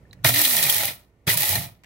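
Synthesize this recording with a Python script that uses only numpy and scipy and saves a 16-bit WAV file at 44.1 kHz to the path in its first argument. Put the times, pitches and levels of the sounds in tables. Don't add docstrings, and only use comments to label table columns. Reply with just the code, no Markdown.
import sys
import numpy as np
from scipy import signal
from scipy.fft import rfft, irfft, next_fast_len
from scipy.io import wavfile
from scipy.ndimage import uniform_filter1d

SR = 44100
rng = np.random.default_rng(int(sys.argv[2]) if len(sys.argv) > 2 else 0)


def invert_db(level):
    return 10 ** (np.asarray(level, dtype=float) / 20)


def transcribe(u):
    v = np.clip(np.atleast_2d(u).T, -1, 1)
    q = np.round(v * 32767).astype(np.int16)
    wavfile.write(sys.argv[1], SR, q)


N = 81585

# start_s [s], level_db [dB]
WHIRL = [
    [(.2425, -75.5), (.245, -21.5), (.29, -20), (.334, -29.5), (.384, -21.5), (.764, -25.5), (.88, -30.5),
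     (.98, -55.5), (1.11, -86.5)],
    [(1.265, -85.5), (1.268, -34), (1.3, -20), (1.366, -33.5), (1.373, -25.5), (1.542, -26), (1.655, -41.5),
     (1.72, -62), (1.83, -87.5)],
]
# start_s [s], grit_db [dB], cup_knock_db [dB], low_knock_db [dB]
CLUMPS = [(0.2465, -13, -17.5, -11.5), (0.261, -7, -21.5, -31), (0.2896, -3.5, -27, -22.5),
          (0.3414, -14, -24.5, -52.5), (0.36, -8, -20, -52.5), (0.385, -4, -19.5, -30),
          (0.4114, -5, -34, -46.5), (0.4504, -1, -24, -54), (0.51, -12.5, -24, -31), (0.5671, -7, -21, -40),
          (0.6378, 0, -37.5, -25.5), (0.804, -16.5, -25.5, -24.5), (0.8331, -14, -27.5, -22.5),
          (0.8793, -32, -27, -26), (1.2777, -11, -19.5, -20.5), (1.2956, -14.5, -22.5, -40),
          (1.3424, -3, -57, -34), (1.4057, -6, -41, -46), (1.4324, -3, -22.5, -26.5),
          (1.5054, -6, -33, -34), (1.5554, -5, -28, -29)]
# start_s [s], grit_db [dB], cup_knock_db [dB]
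SNAPS = [(0.3913, -8, -14), (0.4155, -4.5, -31), (0.4878, -22, -47), (0.628, -7.5, -8), (0.6972, -3, -13.5),
         (.7035, -10.5, -43), (0.7254, -8.5, -34), (0.7442, -11, -28.5), (0.7645, -12.5, -30),
         (0.8542, -12.5, -35), (1.3728, -7.5, -34), (.2615, -17, -23), (.3395, -13.5, -30.5),
         (.3455, -8.5, -22), (.5675, -12, -28), (.7815, -11.5, -28), (1.3345, -19, -37),
         (1.4062, -14.5, -33), (1.42, -9, -39), (1.4915, -10.5, -36.5), (1.501, -18.5, -38),
         (1.528, -18.5, -37)]
# start_s [s], speed_hz [turns per s], level_db [dB]
ROTOR = [
    [(.25, 325, -33), (.304, 250, -49.5), (.35, 286, -39), (.398, 311, -38.5), (.48, 255, -45),
     (.612, 188, -40), (.702, 130, -40.5), (.73, 240, -60)],
    [(1.33, 180, -48), (1.36, 166, -41.5), (1.42, 144.6, -38.5), (1.45, 100, -54), (1.51, 94.8, -39),
     (1.57, 103, -36.5), (1.625, 124, -43), (1.66, 67, -58.5)],
]


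def rms_one(x):
    return x / np.sqrt(np.mean(x ** 2) + 1e-20)


def in_time(rows, off=-120):
    s, *columns = np.transpose(rows)
    return [np.interp(np.arange(N) / SR, s, c, off, off) for c in columns]


def at_hz(points, hz):
    point_hz, value = np.transpose(points)
    return np.interp(np.log(hz), np.log(point_hz), value)


def drift(rate):
    r = np.exp(-2 * np.pi * rate / SR)
    wander = signal.lfilter([1], [1, -2 * r, r * r], rng.standard_normal(N + SR))
    return rms_one(wander[SR:])


def resonate(x, table):
    out = 0
    for k, (hz, width_hz, db) in enumerate(table):
        r = np.exp(-np.pi * width_hz / SR)
        poles = [1, -2 * r * np.cos(2 * np.pi * hz / SR), r * r]
        ring = signal.lfilter([1, 0, -1], poles, x + 1e-18) * (1 - r * r) / 2
        out = out + (-1) ** k * invert_db(db) * ring
    return out


def colour(x, spectrum):
    hz = np.maximum(np.fft.rfftfreq(x.shape[-1], 1 / SR), 1)
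    return irfft(rfft(x) * invert_db(at_hz(spectrum, hz)), x.shape[-1])


def glide(rows, wobble_db, wobble_hz):
    hz, db = in_time(rows)
    gain = uniform_filter1d(invert_db(db + wobble_db * drift(22)), size=400)
    pitch_hz = np.maximum(hz, 60) + wobble_hz * drift(30)
    return np.sqrt(2) * gain * np.sin(2 * np.pi * np.cumsum(pitch_hz) / SR)


def background():
    # pitch_hz [Hz], level_db [dB per Hz]
    hush_spectrum = [(15, -25.5), (25, -1.5), (427, -18.5), (1260, -30.5), (1480, -30.5), (1650, -40.5),
                     (1790, -28), (3430, -42), (16000, -51)]
    t = np.arange(N) / SR
    hush = invert_db(-60) * rms_one(colour(rng.standard_normal((2, N)), hush_spectrum))
    hush[0] += invert_db(-59) * np.sin(2 * np.pi * 59 * t)
    gain_before_db, gain_drop_s = 5.5, .25
    return hush * invert_db(gain_before_db * (t < gain_drop_s))


def housing():
    # start_s [s], level_db [dB]
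    shake_rows = [
        [(0, -59), (.24, -49.5), (.26, -28), (.43, -48.5), (.65, -42.5), (.9, -45.5), (1.06, -69)],
        [(1.265, -46), (1.28, -32), (1.45, -50), (1.58, -31), (1.66, -44), (1.82, -68.5)],
    ]
    # pitch_hz [Hz], width_hz [Hz], level_db [dB]
    body_modes = [(92, 24, 1.5), (135, 31, -1), (182, 33, -6.5)]
    shake = sum(invert_db(in_time(rows)[0]) for rows in shake_rows)
    rumble = resonate(rng.standard_normal((2, N)), body_modes)
    return shake * rms_one(resonate(rumble, [(131, 290, 0)]))


def knocks():
    # crest_s [s], peak_db
    # [dB], pitch_hz [Hz]
    hit_rows = [(.249, -32, 1300), (.265, -14, 2115), (.271, -23, 1900), (.297, -19, 3450),
                (.342, -19, 2045), (.349, -24, 1950), (.393, -14, 3900), (.4, -16.5, 1870),
                (.452, -12, 3200), (.459, -12, 4000), (.509, -25, 1980), (.552, -25, 2330),
                (.581, -17.5, 3240), (.593, -33, 850), (.594, -24, 2010), (.639, -13.5, 3850),
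                (.672, -19, 2270), (.7, -11, 3320), (.757, -21, 3200), (.791, -24, 3720),
                (.796, -22.5, 2160), (.806, -20.5, 2010), (.807, -27.5, 656), (.834, -36, 780),
                (.884, -23, 2040), (.899, -25.5, 3700), (1.279, -21.5, 3400), (1.28, -29.5, 1184),
                (1.281, -27, 2000), (1.298, -16, 3570), (1.302, -12.5, 1964), (1.343, -37, 3380),
                (1.399, -32, 2060), (1.406, -29, 3300), (1.432, -28, 2270), (1.434, -29, 842),
                (1.441, -19.5, 1980), (1.492, -25, 1970), (1.508, -34, 2100), (1.528, -27, 3800),
                (1.531, -24.5, 876), (1.556, -14, 4090), (1.559, -18.5, 1875), (1.583, -26.5, 2060),
                (0.256, -23.5, 1510), (1.284, -31, 395), (0.055, -50.5, 1790), (.1118, -39.5, 4000),
                (.192, -56, 1800)]
    swell_cycles, trim_db = 4.49, -3
    out = np.zeros((2, N))
    turns = rng.uniform(0, 2 * np.pi, (len(hit_rows), 2))
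    for (s, db, hz), turn in zip(hit_rows, turns):
        t = np.maximum((np.arange(N) / SR - s) * hz / swell_cycles + 1, 0)
        ring = np.sin(2 * np.pi * swell_cycles * t + turn[:, None])
        out += invert_db(db + trim_db) * t * np.exp(1 - t) * ring
    return out


def button():
    # start_s [s], peak_db [dB], pitch_hz [Hz], brightness_db [dB]
    tick_rows = [
        (0.13, -43.5, 3950, 4),
        (1.248, -74, 1800, 3),
        (1.8435, -45.5, 1900, -11),
        (0.23, -68, 6000, 5.5),
        (1.836, -44.5, 2050, -6.5),
    ]
    rattle_s = .004
    out, noise = 0, rng.standard_normal((2, N))
    for s, db, hz, bright_db in tick_rows:
        t = np.arange(N) / SR - s
        burst = noise * invert_db(db) * np.exp(-np.maximum(t, 0) / rattle_s) * (t >= 0)
        out = out + 5 * resonate(burst, [(hz, 500, 0)])
        out = out + 5 * resonate(burst, [(hz / 1.9, 400, bright_db - 3)])
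        out = out + invert_db(bright_db - 7) * burst
    return out


def grains(rate, spread_db, lumpy_db):
    size = invert_db(spread_db * np.minimum(rng.exponential(1, N), 4) + lumpy_db * drift(86))
    strikes = rng.random(N) < rate / SR
    return rms_one(size * strikes * rng.standard_normal((2, N)))


def bursts(rows, column, trim_db, rise_s, fall_s):
    rows = np.array(rows)
    t = np.arange(N) / SR - rows[:, :1]
    shape = np.exp(np.where(t < 0, t / rise_s, -t / fall_s))
    level = invert_db(rows[:, column:column + 1] + trim_db)
    return ((level * shape) ** 2).sum(axis=0)


def clumps(column, trim_db, fall_s):
    return bursts(CLUMPS, column, trim_db, .0021, fall_s)


def snaps(column, trim_db):
    return bursts(SNAPS, column, trim_db, .0003, .0028)


def steady(follows, level_db):
    whirl = sum(invert_db(in_time(rows)[0] + 26) for rows in WHIRL)
    return (whirl ** follows * invert_db(level_db - 24)) ** 2


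def strike(hits, power, body):
    return body(hits * np.sqrt(power)) / np.sqrt(np.mean(body(hits) ** 2))


def grit():
    # pitch_hz [Hz], level_db [dB per Hz]
    hiss_spectrum = [(200, -34.5), (1500, -25.5), (1940, -13), (4000, -9.5), (7270, -9), (11300, -2),
                     (16000, -3.5)]
    power = steady(1.05, 3) + clumps(1, -11, .0048) + snaps(1, .5)
    return strike(grains(16000, .94, .98), power, lambda x: colour(x, hiss_spectrum))


def cup(x):
    # pitch_hz [Hz], width_hz [Hz], level_db [dB]
    wall_modes = [(1844, 140, 3), (2100, 283, -0.5), (2428, 154, 2.5), (2923, 71, 1), (3212, 243, -0.5),
                  (3976, 710, -1), (5040, 510, -3), (5800, 1100, -8.5)]
    speed = uniform_filter1d(np.maximum(in_time(ROTOR[0])[0], 0), size=2000)
    bright_db_per_octave = 1.5
    tilt = invert_db(bright_db_per_octave * np.log2(np.maximum(speed, 150) / 200) / 2)
    return resonate(x / tilt, wall_modes[:3]) - resonate(x * tilt, wall_modes[3:])


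def chips():
    power = steady(.86, -6) + clumps(2, -.5, .02) + snaps(2, -4.5)
    return strike(grains(5000, 1.5, 1.8), power, cup)


def beans():
    # pitch_hz [Hz], width_hz [Hz], level_db [dB]
    hollow_modes = [(318, 88, -10), (452, 89, -10), (601.5, 93, -1.5), (690, 101, -2.5), (845, 87, -5.5),
                    (950, 80, -5), (1300, 283, -8)]
    power = steady(.74, -15) + clumps(3, -6, .011)
    return strike(grains(1500, .43, 1.3), power, lambda x: resonate(x, hollow_modes))


def motor_kicks():
    # crest_s [s], peak_db [dB], pitch_hz [Hz], swell_s [s]
    kick_rows = [
        (0.255, -17, 122, 0.0075),
        (0.2828, -27.5, 126.4, 0.0059),
        (0.318, -26.5, 118.7, 0.0095),
        (0.36, -36, 116.7, 0.021),
        (1.2791, -18.5, 135, 0.0039),
        (1.317, -28, 111, 0.024),
    ]
    out = np.zeros(N)
    for s, db, hz, swell in kick_rows:
        t = np.arange(N) / SR - s
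        width = swell * np.where(t > 0, 1.3, 1)
        out += invert_db(db) * np.exp(-.5 * (t / width) ** 2) * np.cos(2 * np.pi * hz * t)
    return out


def blade_bites():
    # start_s [s], level_db [dB], decay_s [s]
    bite_rows = [
        (0.25, -32.5, 0.028),
        (1.268, -36, 0.035),
    ]
    # pitch_hz [Hz], width_hz [Hz], level_db [dB]
    bite_modes = [(310, 160, -1), (463, 310, -2), (1430, 780, 0.5), (2400, 800, -1.5)]
    out, noise = np.zeros((2, N)), rng.standard_normal((2, N))
    for s, db, decay in bite_rows:
        t = np.maximum(np.arange(N) / SR - s, 0) / decay
        swell = 3 * t * np.exp(-3 * t) * np.e
        out += resonate(noise * invert_db(db + 20) * swell, bite_modes)
    return out


def rotor():
    return sum(glide(rows, 1.4, 6.8) for rows in ROTOR)


def singing_air():
    # start_s [s], pitch_hz [Hz], level_db [dB]
    air_rows = [
        [(.47, 841, -65), (.55, 825, -43.5), (.6, 930, -45.5), (.67, 870, -48.5), (.765, 865, -43),
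         (.815, 830, -41.5), (.9, 823, -56)],
        [(1.31, 950, -58), (1.35, 957, -40), (1.39, 898.6, -69), (1.44, 852.3, -34), (1.48, 848.3, -60),
         (1.535, 873.3, -41), (1.58, 790, -45), (1.67, 862, -61)],
        [(1.32, 604, -56), (1.43, 660, -63), (1.53, 705, -40), (1.68, 690, -57)],
    ]
    return sum(glide(rows, 4, 22) for rows in air_rows)


def kitchen(x):
    t60_s, wall_cut_hz, room_low_hz = .37, 970, 350
    size = next_fast_len(N + SR)
    w = 2 * np.pi * np.fft.rfftfreq(size)
    dull = 1 / (1 + 1j * w * SR / (2 * np.pi * wall_cut_hz)) ** .5
    out = np.zeros((2, len(w)), complex)
    for k, lag in enumerate(rng.uniform(.008, .025, 20) * SR):
        loop = invert_db(-60 * lag / SR / t60_s) * dull * np.exp(-1j * w * lag)
        out[k % 2] += (-1) ** (k // 2) * loop / (1 - loop)
    bass_cut = w / (w - 2j * np.pi * room_low_hz / SR)
    return irfft(out * rfft(x, size) * bass_cut, size)[:, :N] / 3


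def spread(pair):
    # pitch_hz [Hz], likeness [0 to 1]
    likeness = [(60, 1), (250, 0.92), (600, .9), (1100, 0.27), (2000, 0.21), (5000, 0.064), (15000, 0.11)]
    # pitch_hz [Hz], lean_db [dB]
    lean_rows = [(60, -3), (150, -4.5), (380, -3), (950, -2.5), (2380, 2), (5980, 0), (15000, -5.5)]
    right_lag_s, port_turn_rad = .00001, -1.34
    hz = np.maximum(np.fft.rfftfreq(N, 1 / SR), 1)
    alike = np.clip(at_hz(likeness, hz), 0, 1)
    lean = invert_db(at_hz(lean_rows, hz) / 2)
    mid, side = rfft(pair) * np.sqrt([(1 + alike) / 2, (1 - alike) / 2])
    port = port_turn_rad * np.exp(-np.log(hz / 1150) ** 2 / .097)
    delay = np.exp(-2j * np.pi * hz * right_lag_s - 1j * port)
    return irfft([(mid + side) * lean, (mid - side) / lean * delay], N)


def scene():
    near = housing() + knocks() + button() + grit() + chips() + beans() + blade_bites()
    near[0] += motor_kicks() + rotor() + singing_air()
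    return spread(near + background()) + invert_db(-10) * kitchen(near[0])


def roll_off(x):
    return signal.sosfilt(signal.butter(12, 16800, fs=SR, output="sos"), x)


def record(dry):
    peak, cutoff_hz = .66, 15790
    x = signal.sosfilt(signal.butter(2, 55, "high", fs=SR, output="sos"), dry)
    x = peak * np.tanh(x / peak)
    x = signal.sosfilt(signal.ellip(16, .3, 85, cutoff_hz, fs=SR, output="sos"), x)
    return roll_off(x)


dry = scene()
out = record(dry)
transcribe(out)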